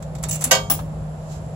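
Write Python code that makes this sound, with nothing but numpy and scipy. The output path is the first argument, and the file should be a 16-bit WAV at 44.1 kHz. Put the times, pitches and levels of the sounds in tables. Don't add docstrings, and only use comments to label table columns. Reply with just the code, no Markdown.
import sys
import numpy as np
from scipy import signal
from scipy.fft import rfft, irfft
from scipy.io import wavfile

SR = 44100
rng = np.random.default_rng(int(sys.argv[2]) if len(sys.argv) > 2 else 0)


def file_out(sig):
    cols = np.atleast_2d(sig).T
    lim = np.clip(cols, -1, 1)
    pcm = np.round(lim * 32767).astype(np.int16)
    wavfile.write(sys.argv[1], SR, pcm)


N = 68355
T = np.arange(N) / SR

# f/Hz, left-right correlation
STEREO_LIKENESS = [(60, 0.86), (160, 1), (380, 0.69), (700, 0.73), (1200, 0), (2400, 0.028), (15000, 0.063)]
# f/Hz, gain/dB, width/Hz
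LEFT_PORT = [(6300, -5, 2800), (9020, -23.5, 780), (10010, 11.5, 1700), (13300, 3.5, 5100)]
RIGHT_PORT = [(2600, 2, 3300), (7450, 13.5, 1240), (9400, -19, 870), (11700, -1, 12000)]

# f/Hz, density/dB, t60/s
SHOP_REVERB = [(200, -12, .5), (1010, -8, 0.15), (6000, -5, 0.43), (15000, 7, 0.19)]
# f/Hz, density/dB
AIR_SPECTRUM = [(150, -29.5), (380, -9.5), (560, 1.5), (740, -3.5), (1050, -11.5), (1400, -17),
                (2200, -26.5), (4500, -31), (7500, -32.5), (11000, -34), (15500, -66)]
RUMBLE_SPECTRUM = [(20, -19), (32, -32), (50, -1), (65, -3), (82, -5.5), (125, -2.5), (170, -2), (240, -16),
                   (400, -25)]
CLOTH_SPECTRUM = [(1000, -4), (3000, 2), (6500, 8), (10000, -2), (15000, -15)]
# f/Hz, level/dB, pitch waver/Hz
HUM_TONES = [(62.7, -42, 4.05), (97.5, -43, 3.04), (154.7, -31.5, 0.57), (599, -54.5, 3.21),
             (648, -51.5, 4.1)]
# t/s, level/dB
RUMBLE_SWELL = [(0, -2.5), (.25, 3.5), (.45, -4), (.65, 1), (.9, 1.5), (1.2, -2), (1.55, 0)]
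HUM_SWELL = [(0, -3), (.15, -1.5), (.33, 3.5), (.52, -3), (.75, -1.5), (1.27, -0.5), (1.55, -1.5)]
CLOTH_SWELL = [(1.18, -66), (1.28, -56.5), (1.325, -46), (1.365, -50.5), (1.41, -62), (1.55, -66)]

# t/s, plate level/dB, panel knock level/dB, rim tick level/dB
SLOT_TOUCHES = [(0.0245, -40.5, -44, -63), (.151, -41, -41.5, -59), (.184, -47, -48, -71),
                (0.228, -38.5, -41.5, -34.5), (0.2362, -24, -29.5, -46), (0.2859, -33.5, -41, -31),
                (0.3101, -20.5, -41.5, -40), (.327, -25, -47, -45), (.344, -30, -46, -33),
                (0.356, -35, -39.5, -32), (0.41, -29.5, -38, -31), (0.4201, -30.5, -32.5, -31),
                (0.4399, -17, -34, -13.5), (0.4486, -32, -32, -32), (0.473, -33.5, -43, -38)]
# f/Hz, density/dB, t60/s
PLATE_RING = [(1500, -23.5, 0.25), (2690, -13, 0.48), (3800, -22.5, 0.15), (5900, -4, 0.079), (7780, 2, .1),
              (8460, -4.5, 0.076), (11800, -14, 0.045), (15600, -14.5, 0.037)]
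PANEL_RING = [(200, 0, 0.59), (520, -5.5, 0.22), (1260, -3, 0.36), (1850, -2.5, .15), (2900, -8.5, 0.067),
              (4470, -2, 0.23), (8000, -17, 0.19)]
RIM_RING = [(5000, -22, 0.11), (8500, -1, 0.11), (9950, 2.5, 0.084), (10900, -8, 0.094), (12200, 0, 0.045),
            (14500, -8, 0.041), (16000, -11, .06)]
COIN_RING = [(13000, -65, 0.12), (14600, -15, 0.1), (14900, -4, .13), (15740, 11, .14), (15500, -8, .13),
             (16300, -36, .1)]
# f/Hz, level/dB, t60/s
PLATE_MODES = [(2350, -20, 0.28), (2816, -15, 0.33), (3100, -24, 0.14), (5930, -6, 0.073),
               (6800, -12, 0.046), (7640, -10, .08)]
# t/s, level/dB
SCRAPE_PRESSURE = [(.284, -49), (.292, -26.5), (.306, -42), (.316, -32.5), (.36, -32.5), (.374, -50.5),
                   (.405, -42), (.42, -29)]
# f/Hz, level/dB
SQUEAK_TONES = [(3800, -43), (7830, -36), (10500, -27)]
# t/s, level/dB
COIN_BLOWS = [(.3105, -25), (.327, -30), (.344, -39), (.5128, -40)]

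# t/s, level/dB
ROLL_SWELL = [(.41, -44), (.45, -36), (.49, -39), (.53, -34), (.62, -47)]
# f/Hz, density/dB
CHUTE_SPECTRUM = [(120, -22), (220, -5.5), (270, -3.5), (350, -21), (700, -17)]
# t/s, level/dB
CLUNKS = [(0.5102, -11.5), (.5128, -11.5), (0.5159, -10.5), (0.5267, -17.5), (0.55, -19.5)]
# f/Hz, density/dB, t60/s
MECHANISM_RING = [(158, -4, 0.71), (382, -23, 0.12), (633, -19, 0.32), (950, -4, 0.28), (1920, -0.5, 0.17),
                  (3800, -5.5, 0.23), (6580, 2.5, 0.11), (8800, -10, 0.13), (9700, 1, 0.071),
                  (13100, -12.5, 0.059), (16200, -23, 0.17)]
# f/Hz, level/dB, t60/s
HOUSING_MODES = [(415, -16, .5), (524, -4, .33), (549, -8, .33), (638, -6, .27), (671, -4, .2),
                 (757, -4, .22), (921, -17, .6), (965, -8, .23), (1167, -9, .38), (1527, -5, .16),
                 (2244, -10, .29), (2858, -2, .16), (3207, -8, .33), (3712, -8, .23), (5006, -12, .22),
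                 (6378, -10, .18), (6843, -8, .17), (8225, -11, .2), (9450, -22, .4)]

# t/s, box level/dB, coin ring level/dB
LANDINGS = [(0.6991, -16, -22), (0.7028, -23, -12), (.7122, -35, -10), (0.729, -50, -29)]
# f/Hz, density/dB, t60/s
BOX_RING = [(192, 8, 0.19), (402, -3, 0.6), (780, 4.5, 0.27), (1340, 3, 0.13), (2600, -1.5, 0.22),
            (5150, 0, 0.2), (7400, -1.5, 0.21), (10700, 7.5, 0.18), (13500, -4, 0.15), (15500, 0.5, 0.1)]
BOX_FLOOR_RING = [(250, -26, 0.2), (760, 1.5, 0.076), (1200, 8, 0.066), (1780, -12.5, 0.13),
                  (4000, -10.5, .1), (7500, -17, 0.07), (14200, -21, .08)]
# f/Hz, level/dB, t60/s
BOX_MODES = [(250, -9, 0.44), (670.6, -4.5, 0.22), (776, 2, 0.12), (1198, -4, 0.16), (1636, -6.5, 0.12)]

CONTACT_S, SNAP_S = .0006, .0063


def from_db(db):
    return 10 ** (np.asarray(db) / 20)


def unit_rms(x):
    return x / np.sqrt(np.mean(x ** 2) + 1e-20)


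def at_hz(table, hz, column=1):
    table = np.array(table)
    return np.interp(np.log(hz + 1e-9), np.log(table[:, 0]), table[:, column])


def level_curve(rows, held=False):
    outside = None if held else -200
    return from_db(np.interp(T, *np.transpose(rows), left=outside, right=outside))


def drift(rate_hz):
    hz = np.fft.rfftfreq(2 * N, 1 / SR)
    return unit_rms(irfft(rfft(rng.standard_normal(2 * N)) / (1 + (hz / rate_hz) ** 2)))[:N]


def stereo_noise(spectrum):
    hz = np.fft.rfftfreq(N, 1 / SR)
    mid, side = rfft(rng.standard_normal((2, N)))
    alike = at_hz(STEREO_LIKENESS, hz)
    white = np.sqrt(1 + alike) * mid + np.sqrt(1 - alike) * side * [[1], [-1]]
    rolloff = 1 / (1 + (hz / (2 * spectrum[-1][0])) ** 4)
    return unit_rms(irfft(white * from_db(at_hz(spectrum, hz)) * rolloff, N))


def dense_ring(body, snap=0, spacing_hz=90, spread_db=4.5):
    hz = np.fft.rfftfreq(N, 1 / SR)
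    mode_hz = np.arange(0, SR / 2, spacing_hz)
    mode_db = spread_db * np.clip(rng.standard_normal(len(mode_hz)), -2, 2)
    spectrum = rfft(stereo_noise(body)) * unit_rms(from_db(np.interp(hz, mode_hz, mode_db)))
    edges = np.geomspace(110, 20000, 22)
    ring = 0
    for low, high in zip(edges, edges[1:]):
        band = irfft(spectrum * ((hz >= low) & (hz < high)), N)
        t60 = at_hz(body, np.sqrt(low * high), column=2)
        ring += band * from_db(-60 * T / t60)
    onset = 1 - np.exp(-T / CONTACT_S)
    return ring * onset * (1 + snap * np.exp(-T / SNAP_S)) / (1 + snap / 2)


def impulses(times, levels_db):
    force = np.zeros(N)
    force[(np.asarray(times) * SR).astype(int)] = from_db(levels_db)
    return force


def excite(force, response):
    return signal.fftconvolve(np.atleast_2d(force), response, axes=1)[:, :N]


def ring_modes(modes, force):
    ring = 0
    rise = 1 / (CONTACT_S * SR)
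    for hz, db, t60 in modes:
        decay = from_db(-60 / (t60 * SR))
        energy = signal.lfilter([1], [1, -decay ** 2], force ** 2 + 1e-18)
        swing = signal.lfilter([rise], [1, -np.exp(-rise)], np.sqrt(energy))
        offset = np.arccos(at_hz(STEREO_LIKENESS, hz)) * rng.choice([-.5, .5])
        phase = 2 * np.pi * (hz * T + rng.random())
        ring += from_db(db) * swing * np.sin(phase + [[offset], [-offset]])
    return ring


def room_tone():
    rumble = level_curve(RUMBLE_SWELL, held=True) * stereo_noise(RUMBLE_SPECTRUM)
    return from_db(-34.5) * rumble + from_db(-41) * stereo_noise(AIR_SPECTRUM)


def motor_hum(waver_db=.8, waver_rate_hz=4):
    hum = 0
    for hz, db, waver_hz in HUM_TONES:
        amplitude = np.sqrt(2) * from_db(db + waver_db * drift(waver_rate_hz))
        cycles = np.cumsum(hz + waver_hz * drift(waver_rate_hz)) / SR
        hum += amplitude * np.sin(2 * np.pi * (cycles + rng.random()))
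    return level_curve(HUM_SWELL, held=True) * hum


def clothing():
    return level_curve(CLOTH_SWELL) * stereo_noise(CLOTH_SPECTRUM)


def edge_scrape(plate, slips_per_s=1200, spread_db=10):
    slip_chance = slips_per_s / SR
    slips = (rng.random(N) < slip_chance) * rng.choice([-1, 1], N)
    strengths = from_db(spread_db * rng.uniform(-1, 1, N))
    drag = unit_rms(slips * strengths) * level_curve(SCRAPE_PRESSURE)
    rasp = excite(drag, unit_rms(plate) / np.sqrt(N))
    return rasp + ring_modes(PLATE_MODES, drag * np.sqrt(slip_chance) * from_db(-16))


def edge_squeak(start_s=.2878, length_s=.017, jitter_hz=29):
    grip = np.sin(np.pi * np.clip((T - start_s) / length_s, 0, 1))
    tones = 0
    for hz, db in SQUEAK_TONES:
        cycles = np.cumsum(hz + jitter_hz * drift(400)) / SR
        tones += from_db(db) * np.sin(2 * np.pi * cycles)
    return grip * tones


def coin_in_slot(snap=1.6):
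    times, plate_db, knock_db, rim_db = np.transpose(SLOT_TOUCHES)
    plate = dense_ring(PLATE_RING, snap)
    taps, knocks = impulses(times, plate_db), impulses(times, knock_db)
    ticks = excite(taps, plate) + ring_modes(PLATE_MODES, taps * from_db(-20))
    panel = excite(knocks, dense_ring(PANEL_RING, snap))
    rim = excite(impulses(times, rim_db), dense_ring(RIM_RING, snap))
    scrape = edge_scrape(plate)
    shimmer = excite(impulses(*np.transpose(COIN_BLOWS)), dense_ring(COIN_RING))
    squeak = edge_squeak()
    box = ring_modes(BOX_MODES, knocks * from_db(-8.5))
    return ticks + panel + rim + scrape + shimmer + squeak + box


def coin_in_mechanism():
    blows = impulses(*np.transpose(CLUNKS))
    clunk = excite(blows, dense_ring(MECHANISM_RING, snap=.57))
    housing = from_db(-7) * ring_modes(HOUSING_MODES, blows)
    roll = level_curve(ROLL_SWELL) * stereo_noise(CHUTE_SPECTRUM)
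    return roll + clunk + housing


def coin_in_cash_box():
    times, box_db, coin_db = np.transpose(LANDINGS)
    bounces, settle = impulses(times, box_db), impulses(times=[.79], levels_db=[-31])
    clatter = excite(bounces, dense_ring(BOX_RING, snap=.17))
    box = from_db(-8) * ring_modes(BOX_MODES, bounces + settle)
    shimmer = excite(impulses(times, coin_db), dense_ring(COIN_RING))
    knock = excite(settle, dense_ring(BOX_FLOOR_RING))
    return clatter + box + shimmer + knock


def scene():
    coin = coin_in_slot() + coin_in_mechanism() + coin_in_cash_box()
    shop = unit_rms(dense_ring(SHOP_REVERB)) / np.sqrt(N)
    reverb = from_db(-16.5) * excite(coin, shop)
    return coin + reverb + motor_hum() + room_tone() + clothing()


def microphone_port(x, resonances):
    for hz, db, width_hz in resonances:
        gain = from_db(db / 2)
        width = np.tan(np.pi * width_hz / SR)
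        centre = -2 * np.cos(2 * np.pi * hz / SR)
        x = signal.lfilter([1 + width * gain, centre, 1 - width * gain],
                           [1 + width / gain, centre, 1 - width / gain], x)
    return x


def record(dry, fade_in_s=.003, ceiling=1.2, cutoff_hz=16000):
    heard = np.array([microphone_port(dry[0], LEFT_PORT), microphone_port(dry[1], RIGHT_PORT)])
    heard *= np.minimum(T / fade_in_s, 1)
    rounded = ceiling * np.tanh(heard / ceiling)
    return signal.sosfilt(signal.ellip(12, .2, 80, cutoff_hz, fs=SR, output="sos"), rounded)


dry = scene()
out = record(dry)
file_out(out)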